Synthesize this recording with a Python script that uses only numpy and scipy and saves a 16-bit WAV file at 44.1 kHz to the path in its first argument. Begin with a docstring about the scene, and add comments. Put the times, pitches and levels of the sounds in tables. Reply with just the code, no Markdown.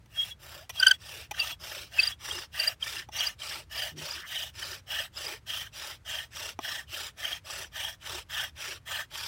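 """A bow drill, close by, over the faint low rumble of the open air. A wooden spindle starts to grind to and
fro in its board, about 3.4 strokes a second: pushes bear down harder, pulls add a soft hollow note.
At first the smooth socket squeals as the tip sticks and slips, and the drill knocks at a few turns of
the bow. Within two seconds the socket wears in to a louder, dry rasp, and the tip begins to catch.
Near 4 s the drill groans in its seat; then the squeaks thin out, and a last knock comes at 6.6 s."""
import sys
import numpy as np
from scipy import signal
from scipy.fft import rfft, irfft, next_fast_len
from scipy.io import wavfile
from scipy.ndimage import uniform_filter1d

SR = 44100
rng = np.random.default_rng(int(sys.argv[2]) if len(sys.argv) > 2 else 0)


def persist_wave(psi):
    """Save psi, clipped to +-1, as 16-bit WAV."""
    counts = np.round(np.clip(psi, -1, 1) * 32767).astype(np.int16)
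    wavfile.write(sys.argv[1], SR, np.atleast_2d(counts).T)


N = 408807
TIME = np.arange(N) / SR
FFT_SIZE = next_fast_len(N + SR // 4, True)
HZ = np.fft.rfftfreq(FFT_SIZE, 1 / SR)
HIGHEST_HZ = 15950
WEAR_IN_S = 1.18  # how long the fresh socket takes to wear in


def gain_of(db):
    """Turns decibels into a number to multiply by."""
    return 10 ** (np.asarray(db) / 20)

def unit_level(x):
    """Scales a signal to an average (rms) level of 1."""
    return x / np.sqrt(np.mean(x ** 2) + 1e-20)

def curve_db(points):
    """Joins (frequency, level) points into a level for every frequency."""
    f, db = np.transpose(points)
    return np.interp(np.log(HZ + 1), np.log(f + 1), db)

def filtered(x, gain):
    """Turns each frequency up or down by its own gain."""
    return irfft(rfft(x, FFT_SIZE) * gain, FFT_SIZE)[:N]

def noise(gain):
    """Noise of level 1, coloured by a gain for each frequency."""
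    return unit_level(filtered(rng.standard_normal(N), gain))

def bell(x, centre, width):
    """A smooth hump of height 1."""
    return np.exp(-np.minimum(((x - centre) / width) ** 2, 20))

def drift(rate):
    """A random wobble of level 1, up to about `rate` times a second."""
    smoothing = signal.butter(2, min(rate, 900), fs=SR / 20, output="sos")
    coarse = signal.sosfilt(smoothing, rng.standard_normal(N // 20 + 2))
    return np.interp(np.arange(N) / 20, np.arange(len(coarse)), unit_level(coarse))

def resonate(x, hz, width):
    """Makes a signal ring at a pitch that follows the curve hz."""
    turn = np.exp(2j * np.pi * np.cumsum(hz) / SR)
    decay = np.exp(-np.pi * width / SR)
    return 2 * (turn * signal.lfilter([1 - decay], [1, -decay], x / turn)).real

def add(mix, s, sound):
    """Mixes a sound in at s seconds."""
    part = mix[max(round(s * SR), 0):][:len(sound)]
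    part += sound[:len(part)]


# tone colour of the outdoor rumble and hiss: f/Hz, relative level/dB
RUMBLE_COLOUR = [(15, -50.5), (25, -14), (56, 0), (76, 3.5), (123, -2), (206, -17), (260, -26.5),
                 (340, -56), (570, -120)]
HISS_COLOUR = [(100, -5.5), (250, 2), (700, -6), (1500, -6), (4000, -14.5), (9000, -21), (16000, -28.5)]

def open_air(rumble_db=-56.5, hiss_db=-67, lowest_hz=36):
    """The distance rumbles softly under a faint, dull hiss."""
    bass_cut = 1 / (1 + (lowest_hz / (HZ + 1)) ** 6)
    rumble = noise(bass_cut * gain_of(curve_db(RUMBLE_COLOUR)))
    hiss = noise(bass_cut * gain_of(curve_db(HISS_COLOUR)))
    return gain_of(rumble_db + drift(8)) * rumble + gain_of(hiss_db) * hiss


# knocks as the bow turns: t/s, peak level/dB, treble/dB, scrape length/s, scrape against blow/dB
KNOCKS = [(0.058, -52, 1, 0.002, -6), (0.694, -27.5, 4, 0.0048, 3), (1.31, -24, -2.5, 0.0037, -6),
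          (3.088, -35.5, -13, 0.002, -24), (6.590, -21, -17, 0.0011, -26)]
# notes the board rings with: f/Hz, relative level/dB, time to fade by 60 dB/s
BOARD_NOTES = [(244.4, -9.5, 0.035), (407, -3.5, .022), (660, 0.5, 0.037), (870, 7, 0.024),
               (1070, -2.5, 0.028), (1230, -2, 0.017), (1970, -0.5, 0.034), (2374, 8.5, .016),
               (3100, 5, 0.017), (3430, 2, 0.024), (5740, 6.5, 0.0143), (6016, 4.5, 0.016),
               (7200, -10, .02), (8720, -22, .02)]

def knocks(crack_db=-7):
    """A blow with a short scrape sets the board ringing."""
    out, t = np.zeros(N), np.arange(SR // 5) / SR
    for s, db, treble_db, scrape_s, scrape_db in KNOCKS:
        scrape = rng.standard_normal(len(t)) * bell(t, scrape_s, 2 * scrape_s)
        blow = gain_of(scrape_db) * scrape + (t == 0)
        ring = np.zeros(len(t))
        for k, (hz, note_db, fade_s) in enumerate(BOARD_NOTES):
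            fade = gain_of(note_db + treble_db * (hz > 1500) - 60 * t / fade_s)
            ring += (-1) ** k * fade * np.sin(2 * np.pi * hz * t)
        crack = gain_of(crack_db + treble_db) * unit_level(scrape)
        knock = unit_level(signal.fftconvolve(blow, ring)[:len(t)]) + crack
        add(out, s, gain_of(db) * knock / abs(knock).max())
    return out


# bow strokes, push and pull by turns: start t/s, end t/s, timing (under 1 = fastest early), effort/dB
STROKES = [(0.061, 0.358, 1.3, 0), (0.386, 0.696, 0.7, 0.5), (0.68, 0.982, 1.27, 2.5),
           (0.947, 1.291, 1.23, 0), (1.277, 1.568, 1.42, 2), (1.587, 1.929, 0.71, -0.5),
           (1.875, 2.165, 1.22, 1), (2.178, 2.489, 0.95, 1), (2.504, 2.762, 1.03, 3),
           (2.789, 3.072, 0.81, .5), (3.112, 3.363, 0.74, 2.8), (3.379, 3.669, 0.72, 0),
           (3.688, 3.957, .85, 1), (3.952, 4.285, 0.73, -0.9), (4.225, 4.531, 1.03, -0.5),
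           (4.517, 4.825, 0.98, -0.6), (4.856, 5.105, 0.88, 1), (5.112, 5.407, 1.02, 0.5),
           (5.456, 5.716, 0.65, 0), (5.711, 5.995, 0.89, -.5), (6.043, 6.295, 0.73, -0.8),
           (6.294, 6.559, 1.045, 1), (6.589, 6.87, 0.81, 0), (6.854, 7.13, 1.14, 1),
           (7.15, 7.417, 0.92, 0.1), (7.431, 7.702, 0.9, 0.5), (7.702, 7.976, 0.96, -0.5),
           (7.974, 8.249, 1.31, 0.5), (8.282, 8.524, 0.8, 1), (8.542, 8.803, 0.98, 0.5),
           (8.848, 9.078, 0.8, 1.3), (9.093, 9.387, 0.85, 1)]
PUSHES, PULLS = STROKES[::2], STROKES[1::2]

def bow_motion(strokes):
    """The spindle's speed (0 to 1) rises and falls once a stroke; also gives the effort in dB."""
    speed, effort_db = np.zeros((2, N))
    for start, end, timing, db in strokes:
        now = (TIME > start) & (TIME < end)
        progress = (TIME[now] - start) / (end - start)
        speed[now] = np.sin(np.pi * progress ** timing)
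        effort_db[now] = db
    return speed, effort_db

def freshness(s):
    """The socket at s seconds: 1 = fresh and smooth, 0 = worn in."""
    return bell(s, 0, WEAR_IN_S)

def grit(snaps_per_s=4200, spread_db=2.5, snap_share=0.39):
    """Fibres tear in countless tiny snaps over the smooth hiss of wood dust."""
    snaps = (rng.random(N) < snaps_per_s / SR) * rng.choice([-1, 1], N)
    snaps = snaps * gain_of(spread_db * np.minimum(rng.exponential(1, N), 4))
    return np.sqrt(snap_share) * unit_level(snaps) + np.sqrt(1 - snap_share) * rng.standard_normal(N)

def wandering_tip(x, slow_db=2.13, quick_db=3.0):
    """The tip wanders in its socket, so the tone changes from stroke to stroke and turn to turn."""
    spectra = signal.stft(x, nperseg=512, noverlap=384)[2]
    slow, quick = rng.standard_normal((2, *spectra.shape))
    slow = unit_level(uniform_filter1d(uniform_filter1d(slow, size=5, axis=0), size=70, axis=1))
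    quick = unit_level(uniform_filter1d(uniform_filter1d(quick, size=3, axis=0), size=5, axis=1))
    spectra = spectra * gain_of(slow_db * slow + quick_db * quick)
    return signal.istft(spectra, nperseg=512, noverlap=384)[1][:N]


# high peaks and dips in the spindle's tone, alike both ways: f/Hz, width/Hz, level change/dB
TREBLE_PEAKS = [(6770, 260, -4), (7400, 780, 2.5), (9100, 360, -2.5), (9900, 350, 1.5), (11770, 1000, -7),
                (11650, 300, 6), (12750, 300, -4), (13600, 400, 5.5), (14450, 300, 1.5)]

def grinding(strokes, colour, peaks, fresh_db, worn_db, turns_per_s, wobble_db, lumps_db, chatter_db,
             ring_swell_db, full_speed, sing_db, shallow_db):
    """Wood rubs on wood; the uneven tip bites once a turn and slowly sinks into the board."""
    speed, effort_db = bow_motion(strokes)
    depth = np.minimum(TIME / 6.6, 1)  # fully sunk after 6.6 s
    # fresh_db and worn_db each list: overall level, board body, spindle ring, dust fizz
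    level, body, ring, fizz = (gain_of(worn + (fresh - worn) * freshness(TIME))
                               for fresh, worn in zip(fresh_db, worn_db))
    turns = np.cumsum(turns_per_s * speed * (1 + .1 * drift(3.24))) / SR
    bite_db = wobble_db * np.cos(2 * np.pi * turns) + lumps_db * drift(32) + chatter_db * drift(400)
    friction = np.tanh((speed / full_speed) ** 2.21)  # levels off once the tip spins
    force = level * friction * gain_of(effort_db + bite_db)
    wood_db = curve_db(colour) + sum(db * bell(HZ, hz, width) for hz, width, db in peaks + TREBLE_PEAKS)
    rasp = unit_level(wandering_tip(filtered(grit(), gain_of(wood_db))))
    # as the tip sinks, the spindle's low bending note grows and the note it sings climbs
    rasp = rasp + (gain_of(shallow_db * (1 - depth)) - 1) * filtered(rasp, bell(HZ, 1700, 280))
    ring = ring * gain_of(ring_swell_db * (speed - 1) + 0.4 * drift(35))
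    sing_hz = 2762 + (3264 - 2762) * depth ** 2.3
    sing = resonate(rng.standard_normal(N), sing_hz, width=240)
    sing = gain_of(sing_db) * unit_level(resonate(sing, sing_hz, width=240))
    board = filtered(rasp, 1 / (1 + (HZ / 1400) ** 8))
    spindle = filtered(rasp, bell(HZ, 2965, 740))
    dust = filtered(rasp, 1 / (1 + (9500 / (HZ + 1)) ** 8))
    return force * (rasp + sing + (body - 1) * board + (ring - 1) * spindle + (fizz - 1) * dust)


# tone colour of a push: f/Hz, relative level/dB
PUSH_COLOUR = [(120, -75.5), (200, -54), (316, -24.5), (366, -33.5), (612, -16), (1000, -15.5),
               (1250, -8.5), (1400, -15.5), (1770, -4), (2130, -4.5), (3190, -1), (4430, -14), (5630, -9),
               (7010, -20), (16000, -21.5)]
# peaks and dips of the wood in a push: f/Hz, width/Hz, level change/dB
PUSH_PEAKS = [(640, 100, 3.5), (1082, 79, -10), (1180, 33, 3), (1310, 160, -2.5), (1542, 31, 7.5),
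              (1794, 90, 4.5), (2185, 210, -6), (2880, 116, 6), (3182, 200, 6.5), (4420, 420, -3),
              (5540, 600, -1.5)]

def pushes():
    """Pushes bear down hard, and the spindle rings more the faster it spins."""
    return grinding(PUSHES, PUSH_COLOUR, PUSH_PEAKS,
                    fresh_db=(-38.5, 1, -12, 1.5), worn_db=(-32, 3, -6, 0),
                    turns_per_s=27, wobble_db=1.83, lumps_db=0.5, chatter_db=0.4,
                    ring_swell_db=7.5, full_speed=0.81, sing_db=-12, shallow_db=-5)


def mid_stroke(margin):
    """One random moment in each stroke, away from its two ends."""
    start, end = np.transpose(STROKES)[:2]
    return start + (end - start) * (margin + (1 - 2 * margin) * rng.random(len(start)))

# the loud squeaks: peak t/s, f/Hz, level/dB, half-length/s
SQUEAKS = [(0.199, 3265, -22, 0.019), (.231, 3310, -26, 0.0094), (0.78, 3255, -33, .012),
           (0.801, 4810, -16, 0.0027), (.808, 1520, -26, 0.0068), (0.832, 1545, -13, 0.0052),
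           (0.871, 1544, -7.5, .0045), (0.883, 4814, -14, 0.0032), (0.891, 1540, -23, 0.0086),
           (.915, 1566, -11, .0043), (1.399, 2815, -22, 0.0057), (1.403, 4710, -21.5, 0.0047),
           (1.418, 2700, -24, 0.01), (1.995, 2578, -9.5, .0058), (2.002, 4590, -17.5, 0.0048),
           (2.036, 4720, -19, 0.0047), (2.076, 4730, -16.5, 0.0031), (2.313, 3230, -26, 0.0042),
           (2.35, 2830, -36, 0.018), (2.602, 4690, -18, 0.0043), (2.616, 2780, -31.5, 0.022),
           (2.637, 4670, -26.5, 0.0049), (2.679, 4760, -18, 0.0051), (2.829, 3160, -21.5, 0.0032),
           (2.969, 2790, -31.5, 0.0038), (3.194, 4600, -29, 0.008), (3.224, 2880, -31, 0.019),
           (3.272, 4755, -22, 0.0047), (3.421, 3150, -31, 0.0034), (3.78, 4760, -34, 0.0057),
           (4.111, 4920, -30.5, 0.0035), (4.378, 2950, -31.5, 0.0056), (5.174, 5020, -33, 0.0059),
           (5.269, 4920, -28.5, .004), (6.156, 3150, -29, .004), (7.254, 3120, -28, 0.0038),
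           (7.332, 3250, -28.5, .005), (7.852, 3250, -29, .006), (8.407, 3190, -28, 0.0032)]
# ways the spindle can squeak: f/Hz, glide as a share of the pitch, drop per overtone in a full squeal/dB
SQUEAK_KINDS = [(1540, -0.031, 3), (2700, -0.0098, 31.5), (3250, -.003, 15), (4780, .013, 8.5)]
# notes that ring on after a squeak: f/Hz, width/Hz, relative level/dB
SPINDLE_NOTES = [(1515, 45, -12), (3090, 80, -18), (4780, 80, -8)]

def squeaks(jitter=0.013, flutter_db=0.14, octave_db=5, rasp=0.037, fuzz_db=-14, fuzz_hz=420,
            full_squeal_db=-12.5, limit_db=-8, growth=1.72, tail=1.21):
    """The tip sticks and slips at one of the spindle's notes; raspy overtones grow as a squeak peaks."""
    out = np.zeros(N)
    waver = jitter * drift(300)
    flutter = gain_of(flutter_db * drift(250))
    slips = rasp * drift(800)  # uneven slips smear the high overtones most
    fuzz = gain_of(fuzz_db) * noise(bell(HZ, 0, fuzz_hz))
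    for s, hz, db, half_s in SQUEAKS + closing_whistles() + faint_chirps():
        _, glide, drop_db = min(SQUEAK_KINDS, key=lambda kind: abs(kind[0] - hz))
        drop_db = drop_db + 2.32 * np.logaddexp(0, full_squeal_db - db)  # quieter squeaks are purer
        now = slice(max(int((s - 4 * half_s) * SR), 0), int((s + 5 * half_s) * SR))
        t = TIME[now] - s
        rough = min(1, 0.0048 / half_s)  # long squeaks settle on their note, short ones stay rough
        swell = 1 / np.cosh(growth * t / half_s / np.where(t > 0, tail, 1))
        squash = np.hypot(1, gain_of(db - limit_db) * swell ** 2)  # the loudest slips hit a ceiling
        height = flutter[now] * (1 + rough * fuzz[now]) / squash
        pitch_hz = hz * (1 + glide * np.tanh(t / half_s) + rough * waver[now])
        phase = 2 * np.pi * np.cumsum(pitch_hz) / SR + rough * slips[now]
        for k in range(1, int(HIGHEST_HZ / hz) + 1):
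            overtone_db = -drop_db * (k - 1) ** 1.066 + octave_db * (k == 2)
            out[now] += gain_of(db + overtone_db) * height * swell ** ((k + 1) / 2) * np.sin(k * phase)
    ringing = sum(gain_of(db) / (1 + 2j * (HZ - hz) / width) for hz, width, db in SPINDLE_NOTES)
    bass_cut = 1 / (1 + (1150 / (HZ + 1)) ** 10)  # a thin spindle gives off little below its lowest note
    return filtered(out, bass_cut * (1 + ringing))

def closing_whistles(until_s=2.3, before_stop_s=0.039, hz=3345, db=-36, half_s=.01):
    """Lists the thin squeaks that come as each early push slows to a stop."""
    return [(end - before_stop_s, hz, db, half_s) for _, end, *_ in PUSHES if end < until_s]


# tone colour of a pull: f/Hz, relative level/dB
PULL_COLOUR = [(150, -55), (250, -30.5), (342, -3), (476, -13.5), (597, -9.5), (1080, -0.5), (1760, 0),
               (2240, -2.5), (2910, 0), (5630, -3.5), (6590, -9.5), (7440, -8.5), (16000, -18)]
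# peaks and dips of the wood in a pull: f/Hz, width/Hz, level change/dB
PULL_PEAKS = [(583, 93, 11), (862, 100, 4), (1020, 51, -7), (1460, 77, 0), (1792, 61, 4.5), (2040, 150, -1),
              (2950, 58, -1), (4300, 330, -1.5), (5020, 96, 4.5), (5580, 600, 4.5)]

def pulls():
    """Pulls press more lightly and spin the spindle back faster."""
    return grinding(PULLS, PULL_COLOUR, PULL_PEAKS,
                    fresh_db=(-53.5, 3, 2, 10), worn_db=(-40, -0.6, 2.5, 2.5),
                    turns_per_s=35, wobble_db=2, lumps_db=0.2, chatter_db=-1.2,
                    ring_swell_db=-3.5, full_speed=0.72, sing_db=-14, shallow_db=-1)


# the hollow notes that swell up louder: t/s at the lowest pitch, level/dB
LOUD_HOLLOWS = [(2.371, -53.5), (5.31, -50.5), (8.15, -52)]

def hollow_notes(fresh_hz=580, worn_hz=358, width_hz=45, soft_db=-59.5, half_s=0.052, slide_s=0.0774):
    """Each pull's rasp wakes a low note that slides down as the bow travels, then turns back up."""
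    out, t = np.zeros(N), np.arange(-SR // 7, SR // 10) / SR
    swell = bell(t, -0.0043, half_s) * signal.windows.tukey(len(t), .3)
    bend = (t / slide_s) ** 2
    soft = [(start + 0.66 * (end - start), soft_db + 2 * rng.standard_normal())
            for start, end, *_ in PULLS]
    for s, db in LOUD_HOLLOWS + soft:
        lowest_hz = (worn_hz + (fresh_hz - worn_hz) * freshness(s)) * (1 + 0.049 * rng.standard_normal())
        hz = lowest_hz * (1 + bend / (1 + bend))
        note = resonate(resonate(rng.standard_normal(len(t)), hz, 2 * width_hz), hz, width_hz)
        add(out, s + t[0], gain_of(db) * unit_level(note) * swell)
    return out


# the hardest catches of the tip: t/s, level/dB
HARD_CATCHES = [(1.385, -35.5), (3.825, -33), (4.63, -34.5), (4.731, -37.5), (6.65, -36.5), (6.691, -36),
                (7.251, -32), (7.762, -39), (8.403, -29.5)]
# tone colour of a catch: f/Hz, width/Hz, relative level/dB
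CATCH_COLOUR = [(1560, 160, 3.5), (1805, 150, 6), (3070, 220, 6.5), (4500, 4100, -18)]

def catches(light_db=-41.5, spread_db=2, half_s=.005):
    """Short bites rasp the spindle's lowest notes; the worn tip also catches lightly once a stroke."""
    force, t = np.zeros(N), np.arange(-SR // 40, SR // 40) / SR
    light = [(s, light_db + spread_db * rng.standard_normal())
             for s in mid_stroke(margin=.15) if s > WEAR_IN_S]
    for s, db in HARD_CATCHES + light:
        add(force, s + t[0], gain_of(db) * bell(t, 0, half_s))
    return force * noise(sum(gain_of(db) * bell(HZ, hz, width) for hz, width, db in CATCH_COLOUR))


def faint_chirps(hz=4830, climb_hz_per_s=90, db=-37.5, spread_db=1.8, half_s=0.0033,
                 loudest_s=4.0, span_s=1.6, per_stroke=3):
    """Lists small random squeaks as the squealing dies out; their pitch creeps up with wear."""
    times = np.concatenate([mid_stroke(margin=.27) for _ in range(per_stroke)])
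    levels = db + spread_db * rng.standard_normal(len(times))
    levels += 20 * np.log10(bell(times, loudest_s, span_s))
    return [(s, hz + climb_hz_per_s * (s - loudest_s), level, half_s)
            for s, level in zip(times, levels) if abs(s - loudest_s) < span_s]


# soft scuffs as the drill settles: t/s, half-length/s, f/Hz, width/Hz, level/dB
SCUFFS = [(3.98, 0.041, 306.6, 130.5, -50), (4.244, 0.028, 1720, 513, -44.5)]

def groan(start_s=3.912, length_s=0.15, hz=152, db=-47.5):
    """The drill shifts in its seat with a short, low wooden groan and two scuffs."""
    out, t = np.zeros(N), np.arange(int(length_s * SR)) / SR
    add(out, start_s, gain_of(db) * signal.windows.tukey(len(t), .3) * np.sin(2 * np.pi * hz * t))
    for s, half_s, centre_hz, width_hz, scuff_db in SCUFFS:
        scuff = noise(bell(HZ, centre_hz, width_hz))
        out += gain_of(scuff_db + 2 * drift(80)) * bell(TIME, s, half_s) * scuff
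    return out


def yard_echo(x, echo_db=-20, fade_s=0.065, echoes_per_s=2000):
    """Adds weak, short echoes off a stump, a boot and a woodpile."""
    t = np.arange(SR // 4) / SR
    echoes = rng.standard_normal(len(t)) * (rng.random(len(t)) < echoes_per_s / SR)
    echoes *= (t > .002) * gain_of(-60 * t / fade_s)
    return x + gain_of(echo_db) * signal.fftconvolve(x, echoes / np.linalg.norm(echoes))[:N]

def scene():
    """Mixes the drill, its squeaks and the open air into one channel."""
    drill = pushes() + pulls() + hollow_notes() + catches() + knocks() + groan()
    return (yard_echo(drill) + squeaks() + open_air())[None]

def record(dry):
    """Cuts off the very highest treble."""
    treble_cut = signal.firwin(511, HIGHEST_HZ, window=("kaiser", 9), fs=SR)
    return signal.oaconvolve(dry, treble_cut[None], "same")


dry = scene()
out = record(dry)
persist_wave(out)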